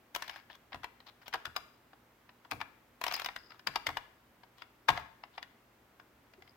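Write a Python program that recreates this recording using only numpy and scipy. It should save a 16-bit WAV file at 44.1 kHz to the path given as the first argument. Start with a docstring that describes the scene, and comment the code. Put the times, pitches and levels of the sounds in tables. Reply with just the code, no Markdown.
"""A small quiet room: a full-size plastic computer keyboard on a wooden desk, heard by a close stereo microphone.
Keys are pressed singly, caps are tapped, and a hand sweeps quickly over them. A press strikes the cap,
bottoms out, bounces and thumps the desk; a release clicks and clacks.
Each contact is decaying modes and noise bursts of case and cap, brighter if hard. Filtered noise makes fingertips
brush and springs ring; loose parts rattle. Reflections, room air, hiss and a faint hum surround them."""
import sys
import numpy as np
from scipy import signal
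from scipy.fft import rfft, irfft, next_fast_len
from scipy.io import wavfile
from scipy.ndimage import uniform_filter1d

SR = 44100
rng = np.random.default_rng(int(sys.argv[2]) if len(sys.argv) > 2 else 0)


def waveform_to_disk(signal):
    """Save audio, clipped to [-1, 1], as 16-bit WAV at the path in sys.argv[1]."""
    frames = np.transpose(np.atleast_2d(signal))
    scaled = np.clip(frames, -1, 1) * 32767
    samples = np.round(scaled).astype(np.int16)
    wavfile.write(sys.argv[1], SR, samples)


N = 289296
TOP_HZ = 16100  # upper limit of the sound
LEAD_S = .012  # time a stem slides before it strikes


def undb(db):
    """Level: decibels to amplitude gain."""
    return 10 ** (np.asarray(db) / 20)


def seconds(length):
    """Sampling: the time axis of that length in seconds."""
    return np.arange(int(length * SR)) / SR


def fade(t, t60):
    """Exponential damping: a decay by 60 dB in t60 seconds."""
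    return np.exp(-np.log(1000) * t / t60)


def unit(x):
    """Normalization: scale to rms 1."""
    return x / np.sqrt(np.mean(x ** 2))


def blow(x, db, span=.01):
    """Equal energy: scale a stereo hit to the energy of that level held for span seconds."""
    return x * undb(db) / np.sqrt(np.sum(x ** 2) / (2 * span * SR))


def add(out, start, x):
    """Superposition: mix a stereo sound in at a start time."""
    i = max(int(start * SR), 0)
    out[:, i:i + x.shape[1]] += x[:, :N - i]


def low_cut(x, hz):
    """Bass attenuation: a second-order high-pass."""
    return signal.sosfilt(signal.butter(2, hz, "highpass", fs=SR, output="sos"), x)


def resonance(x, hz, width_hz):
    """Resonance: one narrow band responds to the sound; rms 1."""
    return unit(signal.lfilter(*signal.iirpeak(hz, hz / width_hz, fs=SR), x))


def noise(n, points, apart_hz):
    """Coherence: coloured stereo noise, alike in the bass and growing apart above apart_hz."""
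    size = next_fast_len(n)
    f = np.fft.rfftfreq(size, 1 / SR) + 1
    hz, db = np.transpose(points)
    mid, side = rfft(rng.standard_normal((2, size)))
    both = mid + np.array([[1], [-1]]) * side * f / (f + apart_hz)
    colour = undb(np.interp(np.log(f), np.log(hz), db))
    return unit(irfft(both * colour, size)[:, :n])


def ring(modes, t, scatter_db, detune, apart_hz):
    """Modal synthesis: damped sines, weighted anew for each blow, high ones out of step between channels."""
    hz, db, t60 = np.transpose(modes)[:, :, None]
    pitch, weight, sign, lag = rng.standard_normal((4, len(hz), 1))
    turn = 2 * np.pi * hz * (1 + detune * pitch) * t
    size = np.sign(sign) * undb(db + scatter_db * weight) * fade(t, t60)
    skew = lag * hz / (hz + apart_hz)
    return np.array([np.sum(size * np.sin(turn + side * skew), axis=0) for side in (1, -1)])


# spectrum of room air and hiss: frequency_hz, relative_density_db
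AIR_SPECTRUM = [(20, -41), (45, -1.5), (60, -1.5), (130, -6), (170, -5), (250, -1), (500, -6.5),
                (1000, -7.5), (2000, -12.5), (4000, -22), (6500, -27), (10000, -30), (13500, -24),
                (16000, -26)]
# faint hum: pitch_hz, level_db
HUM_TONES = [(118.6, -79), (237, -83.5)]


def background():
    """Stationary noise and steady tones: still room air, microphone hiss and a low hum."""
    t = np.arange(N) / SR
    hum = 0
    for hz, db in HUM_TONES:
        hum = hum + np.sqrt(2) * undb(db) * np.sin(2 * np.pi * (hz * t + rng.random()))
    return noise(N, AIR_SPECTRUM, apart_hz=800) * undb(-65.5) + hum


# spectrum of the room's reflections: frequency_hz, relative_density_db
ROOM_SPECTRUM = [(60, 15), (300, 7.5), (800, -0.5), (1300, 3), (3200, -1), (5000, -4), (8000, -0.5),
                 (16000, -2.5)]


def room(x, wet_db, t60, early_db, early_t60):
    """Reverberation: quick reflections from desk and nearby things, then a small room's diffuse tail."""
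    t = seconds(.7)
    early_rise = 1 - np.exp(-(t / 0.01) ** 2)
    early = noise(len(t), ROOM_SPECTRUM, apart_hz=700) * fade(t, early_t60) * early_rise
    late_rise = 1 - np.exp(-(t / 0.026) ** 2)
    late = noise(len(t), ROOM_SPECTRUM, apart_hz=400) * fade(t, t60) * late_rise
    # a span of one sample sets the total energy of the echo
    echo = blow(early, early_db, span=1 / SR) + blow(late, wet_db, span=1 / SR)
    return signal.fftconvolve(x, echo, axes=1)[:, :N]


def lean_left(x, db, above_hz):
    """Acoustic shading: the left port faces the keys; the right is shaded, less so in the bass."""
    f = np.fft.rfftfreq(2 * N, 1 / SR)
    shade_db = db * f / (f + above_hz)
    gains = undb(np.array([shade_db, -shade_db]) / 2)
    gains = gains / np.sqrt(np.mean(gains ** 2, axis=0))
    return irfft(rfft(x, 2 * N) * gains)[:, :N]


# desk top modes, detuned a little per push: pitch_hz, relative_level_db, t60_s
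DESK_MODES = [(63.9, -2.5, 0.14), (88.5, -6.5, 0.14), (106.2, -3.5, 0.17), (145, -11, 0.26),
              (180, -3, 0.19), (251, -6, .12), (307.6, -10, 0.097)]
# spectrum of the desk's boom: frequency_hz, relative_density_db
BOOM_SPECTRUM = [(25, -29), (60, 0.5), (130, 5.5), (260, -5.5), (450, -0.5), (900, -30)]


def thump(db, knock_hz, boom_db):
    """Inertia: the heavy desk top takes up a push slowly, with a dull knock and a boom of crowded modes."""
    t = seconds(.5)
    rise = 1 - np.exp(-(t / 0.009) ** 2)
    boom = blow(noise(len(t), BOOM_SPECTRUM, apart_hz=800) * fade(t, 0.27) * rise, boom_db)
    modes = ring(DESK_MODES, t, scatter_db=2.0, detune=0.04, apart_hz=501)
    boom += blow(modes * rise, boom_db - 5.0)
    knock = ring([(knock_hz, 0, .06)], t, scatter_db=0, detune=0, apart_hz=906)
    boom += blow(knock * rise, -4.5)
    return blow(boom, db, span=0.018)


# other soft desk knocks, the heel of the hand or a key release (at 2.604): start_s, level_db, knock_hz
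SOFT_KNOCK_EVENTS = [(2.604, -64, 280), (3.04, -64, 445), (6.378, -58.5, 384)]
DESK_LAG_S = .006  # the desk follows a finger strike after this time
PRESS_BOOM_DB, SOFT_BOOM_DB = -1, -12.5  # weight of the boom in the mix with a knock at -4.5 dB


def desk():
    """Structure-borne excitation: every press thumps the desk; a hand or a key release knocks it softly."""
    out = np.zeros((2, N))
    for start, *_, desk_db, knock_hz in PRESS_EVENTS:
        add(out, start + DESK_LAG_S, thump(desk_db, knock_hz, PRESS_BOOM_DB))
    for start, db, knock_hz in SOFT_KNOCK_EVENTS:
        add(out, start, thump(db, knock_hz, SOFT_BOOM_DB))
    return out


# spectrum of rubbing: frequency_hz, relative_density_db
FRICTION_SPECTRUM = [(300, -21), (800, 10), (1800, 2.5), (3500, -1.5), (5200, -5), (7000, -19.5),
                     (10000, -29), (14000, -13.5), (17000, -20)]


def friction(length, rough_db):
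    """Stick-slip friction: surfaces catch and slip in small uneven grains."""
    n = int(length * SR)
    grain_gain = undb(rough_db * rng.standard_normal(n // 128 + 1))
    grains = uniform_filter1d(grain_gain.repeat(128), size=96)[:n]
    return unit(noise(n, FRICTION_SPECTRUM, apart_hz=1000) * grains * signal.windows.tukey(n, .5))


# key springs ringing, short pings when a key is struck or let go, long scrapes when it moves slowly:
# start_s, length_s, level_db
SPRING_EVENTS = [(0.181, .26, -68), (1.561, 0.013, -40.5), (3.133, 0.029, -38.5), (3.36, .2, -66),
                 (6.4, 0.12, -74)]
SPRING_HZ, SPRING_WIDTH_HZ = 4970, 370


def springs():
    """Resonance: grainy noise rings the key springs, in short pings or long thin scrapes."""
    out = np.zeros((2, N))
    for start, length, db in SPRING_EVENTS:
        ringing = resonance(friction(length, rough_db=6.0), SPRING_HZ, SPRING_WIDTH_HZ)
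        add(out, start, undb(db) * resonance(ringing, SPRING_HZ, 2 * SPRING_WIDTH_HZ))
    return out


# fingertips sliding over the caps; at 4.917 the big key's stabiliser wire rattles:
# start_s, length_s, level_db, squeak_hz
RUB_EVENTS = [(0.161, 0.27, -56.5, 2220), (0.489, 0.079, -59.5, 3400), (1.062, 0.02, -55, 4180),
              (1.08, 0.022, -55, 3770), (1.214, 0.028, -60.5, 1800), (1.256, 0.023, -54, 3300),
              (3.021, 0.23, -48.5, 2440), (3.49, 0.093, -65.5, 1410), (3.736, 0.0066, -51, 1600),
              (4.564, 0.093, -65.5, 3460), (4.917, 0.11, -54, 1250), (5.321, 0.055, -66.5, 3570)]


def rubbing():
    """Friction and resonance: skin on the caps, or once a big key's wire, brushes with a faint squeak."""
    out = np.zeros((2, N))
    for start, length, db, squeak_hz in RUB_EVENTS:
        brush = friction(length, rough_db=3.5)
        squeak = resonance(brush, squeak_hz, squeak_hz / 5)
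        add(out, start, undb(db) * unit(brush + 0.71 * squeak))
    return out


RATTLES_PER_S, RATTLE_SCATTER_DB = 18, 5
RATTLE_CASE_DB, RATTLE_HARDNESS, RATTLE_HZ = -1.5, 0.96, 1090  # as for contact()


def rattles():
    """Random impacts: loose caps, or the big key's wire, rattle, on average loudest midway through a row."""
    out = np.zeros((2, N))
    for start, length, rub_db, squeak_hz in RUB_EVENTS:
        count = int(length * RATTLES_PER_S)
        for k in range(count):
            when = start + length * (k + rng.random()) / count
            size_db = rub_db + RATTLE_SCATTER_DB * rng.standard_normal()
            swell_db = 20 * np.log10(np.sin(np.pi * (when - start) / length))
            hit = contact(size_db + swell_db, RATTLE_CASE_DB, RATTLE_HARDNESS, RATTLE_HZ, squeak_hz)
            add(out, when - LEAD_S, hit)
    return out


def chatter(x, spread_s, bounce, count):
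    """Multiple impact: the loose stem hits its guide several times within a few milliseconds."""
    out = x.copy()
    for k in range(count):
        lag = 1 + int((k + rng.random()) / count * spread_s * SR)
        out[:, lag:] += bounce * rng.standard_normal() * x[:, :-lag]
    return out


# plastic case modes, detuned a little per hit: pitch_hz, relative_level_db, t60_s
CASE_MODES = [(475, -12, 0.039), (650, -10.5, 0.11), (714.4, -2.5, 0.068), (773, -4, 0.0282),
              (900, 4, 0.014), (967, 1.5, 0.041), (1094, 3.5, 0.039), (1230, 6, 0.015), (1370, -5.5, 0.046)]
# keycap and stem modes, detuned a little per hit: pitch_hz, relative_level_db, t60_s
CAP_MODES = [(1610, 5.5, 0.011), (1752, -0.5, 0.046), (1867, 4, 0.0057), (1999, 3, 0.024),
             (2364, 3.5, 0.0099), (2474, 3, 0.019), (2880, -0.5, 0.034), (3090, -11, 0.027),
             (3398, -1.5, 0.034), (3930, -17, 0.028), (3860, -21, 0.022), (5050, -2.5, 0.026),
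             (5650, -20, 0.0067)]
# spectrum of the hollow case knock: frequency_hz, relative_density_db
KNOCK_SPECTRUM = [(150, -26.5), (400, -6), (560, -9), (750, 1.5), (1300, -1), (1600, -7.5), (3000, -47)]
# spectrum of the cap's clack: frequency_hz, relative_density_db
CLACK_SPECTRUM = [(900, -29.5), (1500, 6), (2400, 1), (3500, 1.5), (5200, -5.5), (6300, -30), (8000, -37),
                  (12000, -48)]
# spectrum of ticking plastic edges: frequency_hz, relative_density_db
TICK_SPECTRUM = [(3000, -1.5), (6000, 4.5), (7500, -3.5), (9500, -7), (12500, -0.5), (15000, 3),
                 (17000, -15.5)]


def key(case_db, cap_db, tick_db, case_hz, cap_hz):
    """Impact excitation: a hollow knock of the case, the clack of the cap, the tick of hard edges."""
    t = seconds(.08)
    rise = 1 - np.exp(-t / 0.00046)
    case = blow(ring(CASE_MODES, t, scatter_db=2.5, detune=0.015, apart_hz=1800), 0)
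    case += blow(ring([(case_hz, 0, .03)], t, scatter_db=0, detune=0, apart_hz=2920), 0.37)
    case += blow(noise(len(t), KNOCK_SPECTRUM, apart_hz=1200) * fade(t, 0.035), -1.2)
    # the shell takes a moment to get moving and radiates little bass
    case = low_cut(case * (1 - np.exp(-t / 0.00063)), hz=368)
    cap_modes = ring(CAP_MODES, t, scatter_db=2.5, detune=0.035, apart_hz=600)
    cap = blow(chatter(cap_modes, spread_s=.003, bounce=0.97, count=3), 0)
    cap += blow(ring([(cap_hz, 0, .016)], t, scatter_db=0, detune=0, apart_hz=1000), 0.46)
    # countless weaker modes merge into a short crack
    cap += blow(noise(len(t), CLACK_SPECTRUM, apart_hz=580) * rise * fade(t, 0.026), 0.96)
    tick = noise(len(t), TICK_SPECTRUM, apart_hz=1000) * rise * fade(t, .021)
    return blow(case, case_db) + blow(cap * rise, cap_db) + blow(tick, tick_db)


def slide(cap_db, tick_db):
    """Sliding friction: the stem rubs down its guide, louder and louder, just before it strikes."""
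    t = seconds(LEAD_S)
    swell = fade(t, 0.014)[::-1]
    rub = blow(noise(len(t), FRICTION_SPECTRUM, apart_hz=1010) * swell, cap_db - 15.0)
    return rub + blow(noise(len(t), TICK_SPECTRUM, apart_hz=1500) * swell, tick_db - 19.0)


# hardness runs from 0 (finger pad) to 1 (fingernail)
PAD_TICK_DB, NAIL_TICK_DB = -31.5, -3  # tick relative to the cap
PAD_CORNER_HZ, NAIL_OCTAVES = 5020, 1.7  # low-pass corner for a pad, its rise up to a nail
CASE_OFFSET_DB = 1.24  # added to every case_db, which weighs case against cap


def contact(db, case_db, hardness, case_hz, cap_hz):
    """Contact time: soft contacts last longer and sound duller; hard ones are bright and tick more."""
    tick_db = db + PAD_TICK_DB + hardness * (NAIL_TICK_DB - PAD_TICK_DB)
    strike = key(db + case_db + CASE_OFFSET_DB, db, tick_db, case_hz, cap_hz)
    hit = np.hstack([slide(db, tick_db), strike])
    corner_hz = min(PAD_CORNER_HZ * 2 ** (NAIL_OCTAVES * hardness), TOP_HZ)
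    return signal.lfilter(*signal.butter(1, corner_hz, fs=SR), hit)


# fingers knocking caps, and sometimes first touching one just before pressing it,
# thickest as the hand sweeps across; levels before the low-pass:
# start_s, level_db, case_db (weight against the cap, before the offset), hardness (0-1), case_hz, cap_hz
TAP_EVENTS = [(.149, -36.5, -11, 0.99, 920, 2420), (0.1607, -37.5, -1.5, 0.96, 1050, 2950),
              (.222, -38.5, -7.5, 0.84, 1100, 1800), (.279, -46, -6, .82, 1060, 3400),
              (.2953, -40, -7.5, 0.66, 770, 1710), (.36, -47, -5.5, 0.66, 800, 1700),
              (.5, -50, -4.5, 0, 890, 1670), (.721, -52.5, 2, 0.2, 800, 2180),
              (1.003, -57.5, -6, 0.66, 770, 4030), (1.28, -47, -6, 1., 814, 3150),
              (1.3281, -42.5, -11, .05, 905, 1670), (1.932, -61.5, 5, 0.4, 795, 1700),
              (2.292, -55.5, -7.5, 0.1, 945, 2600), (2.449, -60, 3.5, 0.55, 920, 3380),
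              (3.014, -41.5, 2, 0.91, 1004, 2520), (3.039, -33, -5.5, 0.92, 970, 2530),
              (3.0652, -37, 0.5, 0.86, 736, 2570), (3.081, -37.5, -4.5, 0.84, 934, 5100),
              (3.112, -38.5, -6, 0.7, 1110, 2340), (3.123, -42, -2.5, 1., 1070, 2460),
              (3.1404, -36, -12, .97, 940, 5280), (3.163, -43.5, -5, 1, 930, 4330),
              (3.197, -41, -4, 0.93, 1350, 3200), (3.218, -41.5, -3.5, 0.8, 1360, 4130),
              (3.246, -37.5, -7, 0.85, 1390, 4910), (3.26, -35, -6, 0.82, 1060, 3740),
              (3.2868, -40.5, -2.5, 0.4, 816, 2100), (3.362, -39.5, -9, 0.74, 1064, 1620),
              (3.505, -53.5, -3, .53, 1260, 5000), (3.519, -53, -4, 0.3, 1380, 1930),
              (3.594, -54, -7, 0.7, 1500, 5080), (4.434, -58.5, 1, 0.4, 740, 2150),
              (4.62, -46.5, -4.5, 0.5, 1366, 2210), (5.2365, -46.5, -2, .05, 805, 2030),
              (5.379, -42.5, -1, 0.33, 764, 2330), (5.4276, -43.5, -12, 0.62, 1420, 1940),
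              (5.998, -58, 3, .5, 1487, 1980), (6.336, -59.5, -6, 0.66, 1490, 2000),
              (6.422, -55, -8, 0.68, 800, 2060), (6.476, -60, -8, .45, 710, 2140)]


def taps():
    """Single impact: each knock or first touch of a finger on a cap is one contact."""
    out = np.zeros((2, N))
    for start, db, case_db, hardness, case_hz, cap_hz in TAP_EVENTS:
        add(out, start - LEAD_S, contact(db, case_db, hardness, case_hz, cap_hz))
    return out


# keys let go, the switch unlatching before the stem hits its stop; levels before the low-pass:
# start_s (stop), unlatch_db, stop_db, hardness (of the stop, 0-1), case_hz, cap_hz
RELEASE_EVENTS = [(0.8424, -48.5, -40.5, 0.69, 950, 1980), (1.5632, -59, -34.5, 0.86, 1195, 3930),
                  (2.613, -48, -37.5, 0.64, 877, 2350), (3.758, -56, -30.5, 0.73, 894, 4650),
                  (3.9702, -63, -35, 0.69, 1013, 1670), (4.975, -51, -37, .48, 717, 2050)]
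UNLATCH_S, UNLATCH_HARDNESS = .0095, 0.63  # lead of the unlatching over the stop
RELEASE_CASE_DB = -1


def releases():
    """Stored energy let go: the switch unlatches with a click, then the stem clacks on its stop."""
    out = np.zeros((2, N))
    for start, unlatch_db, stop_db, hardness, case_hz, cap_hz in RELEASE_EVENTS:
        lead = start - LEAD_S
        click = contact(unlatch_db, RELEASE_CASE_DB, UNLATCH_HARDNESS, case_hz, cap_hz)
        add(out, lead - UNLATCH_S, click)
        add(out, lead, contact(stop_db, RELEASE_CASE_DB, hardness, case_hz, cap_hz))
    return out


# key presses, strike and bottom levels before the low-pass: start_s, travel_s (down to the key bed),
# strike_db, bottom_db, hardness (of the finger, 0-1), case_hz, cap_hz, desk_db, desk_knock_hz
PRESS_EVENTS = [(0.7297, 0.015, -43, -46.5, 0, 727, 1900, -53, 260),
                (1.337, .0052, -35.5, -36.5, 0.67, 748, 1590, -60, 304),
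                (1.454, .011, -37.5, -51, 0.74, 1440, 1420, -55.5, 383),
                (2.512, 0.0064, -38, -40.5, 0.92, 886, 2300, -47, 268),
                (3.671, .008, -29, -49, 0.71, 1062, 4850, -52.5, 195),
                (3.8675, 0.022, -29, -40, 0.77, 893, 2095, -49, 287),
                (4.8854, .0041, -25, -24.5, 0.56, 893, 1686, -41, 148)]
STRIKE_CASE_DB, BOTTOM_CASE_DB, BOTTOM_HARDNESS = -11.5, 3, 0.69
REBOUND_S, REBOUND_DB, REBOUND_HZ = .0128, -9.5, 730  # delay and level after bottoming out, case note


def presses():
    """Successive impacts: a bright strike, a hollow bottoming out and one bounce on the key bed."""
    out = np.zeros((2, N))
    for start, travel, strike_db, bottom_db, hardness, case_hz, cap_hz, _, _ in PRESS_EVENTS:
        lead = start - LEAD_S
        add(out, lead, contact(strike_db, STRIKE_CASE_DB, hardness, case_hz, cap_hz))
        bottom = contact(bottom_db, BOTTOM_CASE_DB, BOTTOM_HARDNESS, case_hz, cap_hz)
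        add(out, lead + travel, bottom)
        rebound_db = bottom_db + REBOUND_DB
        rebound = contact(rebound_db, BOTTOM_CASE_DB, BOTTOM_HARDNESS, REBOUND_HZ, cap_hz)
        add(out, lead + travel + REBOUND_S, rebound)
    return out


def scene():
    """Superposition: desk, rubbing, springs and keys with their echo, over the quiet of the room."""
    keyboard = presses() + releases() + taps()
    direct = keyboard + desk() + rattles() + rubbing() + springs()
    walls = room(direct, wet_db=-15.5, t60=0.5, early_db=-12.5, early_t60=0.054)
    return lean_left(direct + walls, db=8.5, above_hz=950) + background()


def record(dry):
    """Band limiting: the recorder drops the deepest rumble and cuts the top."""
    top_cut = signal.ellip(8, .2, 70, TOP_HZ, fs=SR, output="sos")
    return signal.sosfilt(top_cut, low_cut(dry, hz=35))


dry = scene()
out = record(dry)
waveform_to_disk(out)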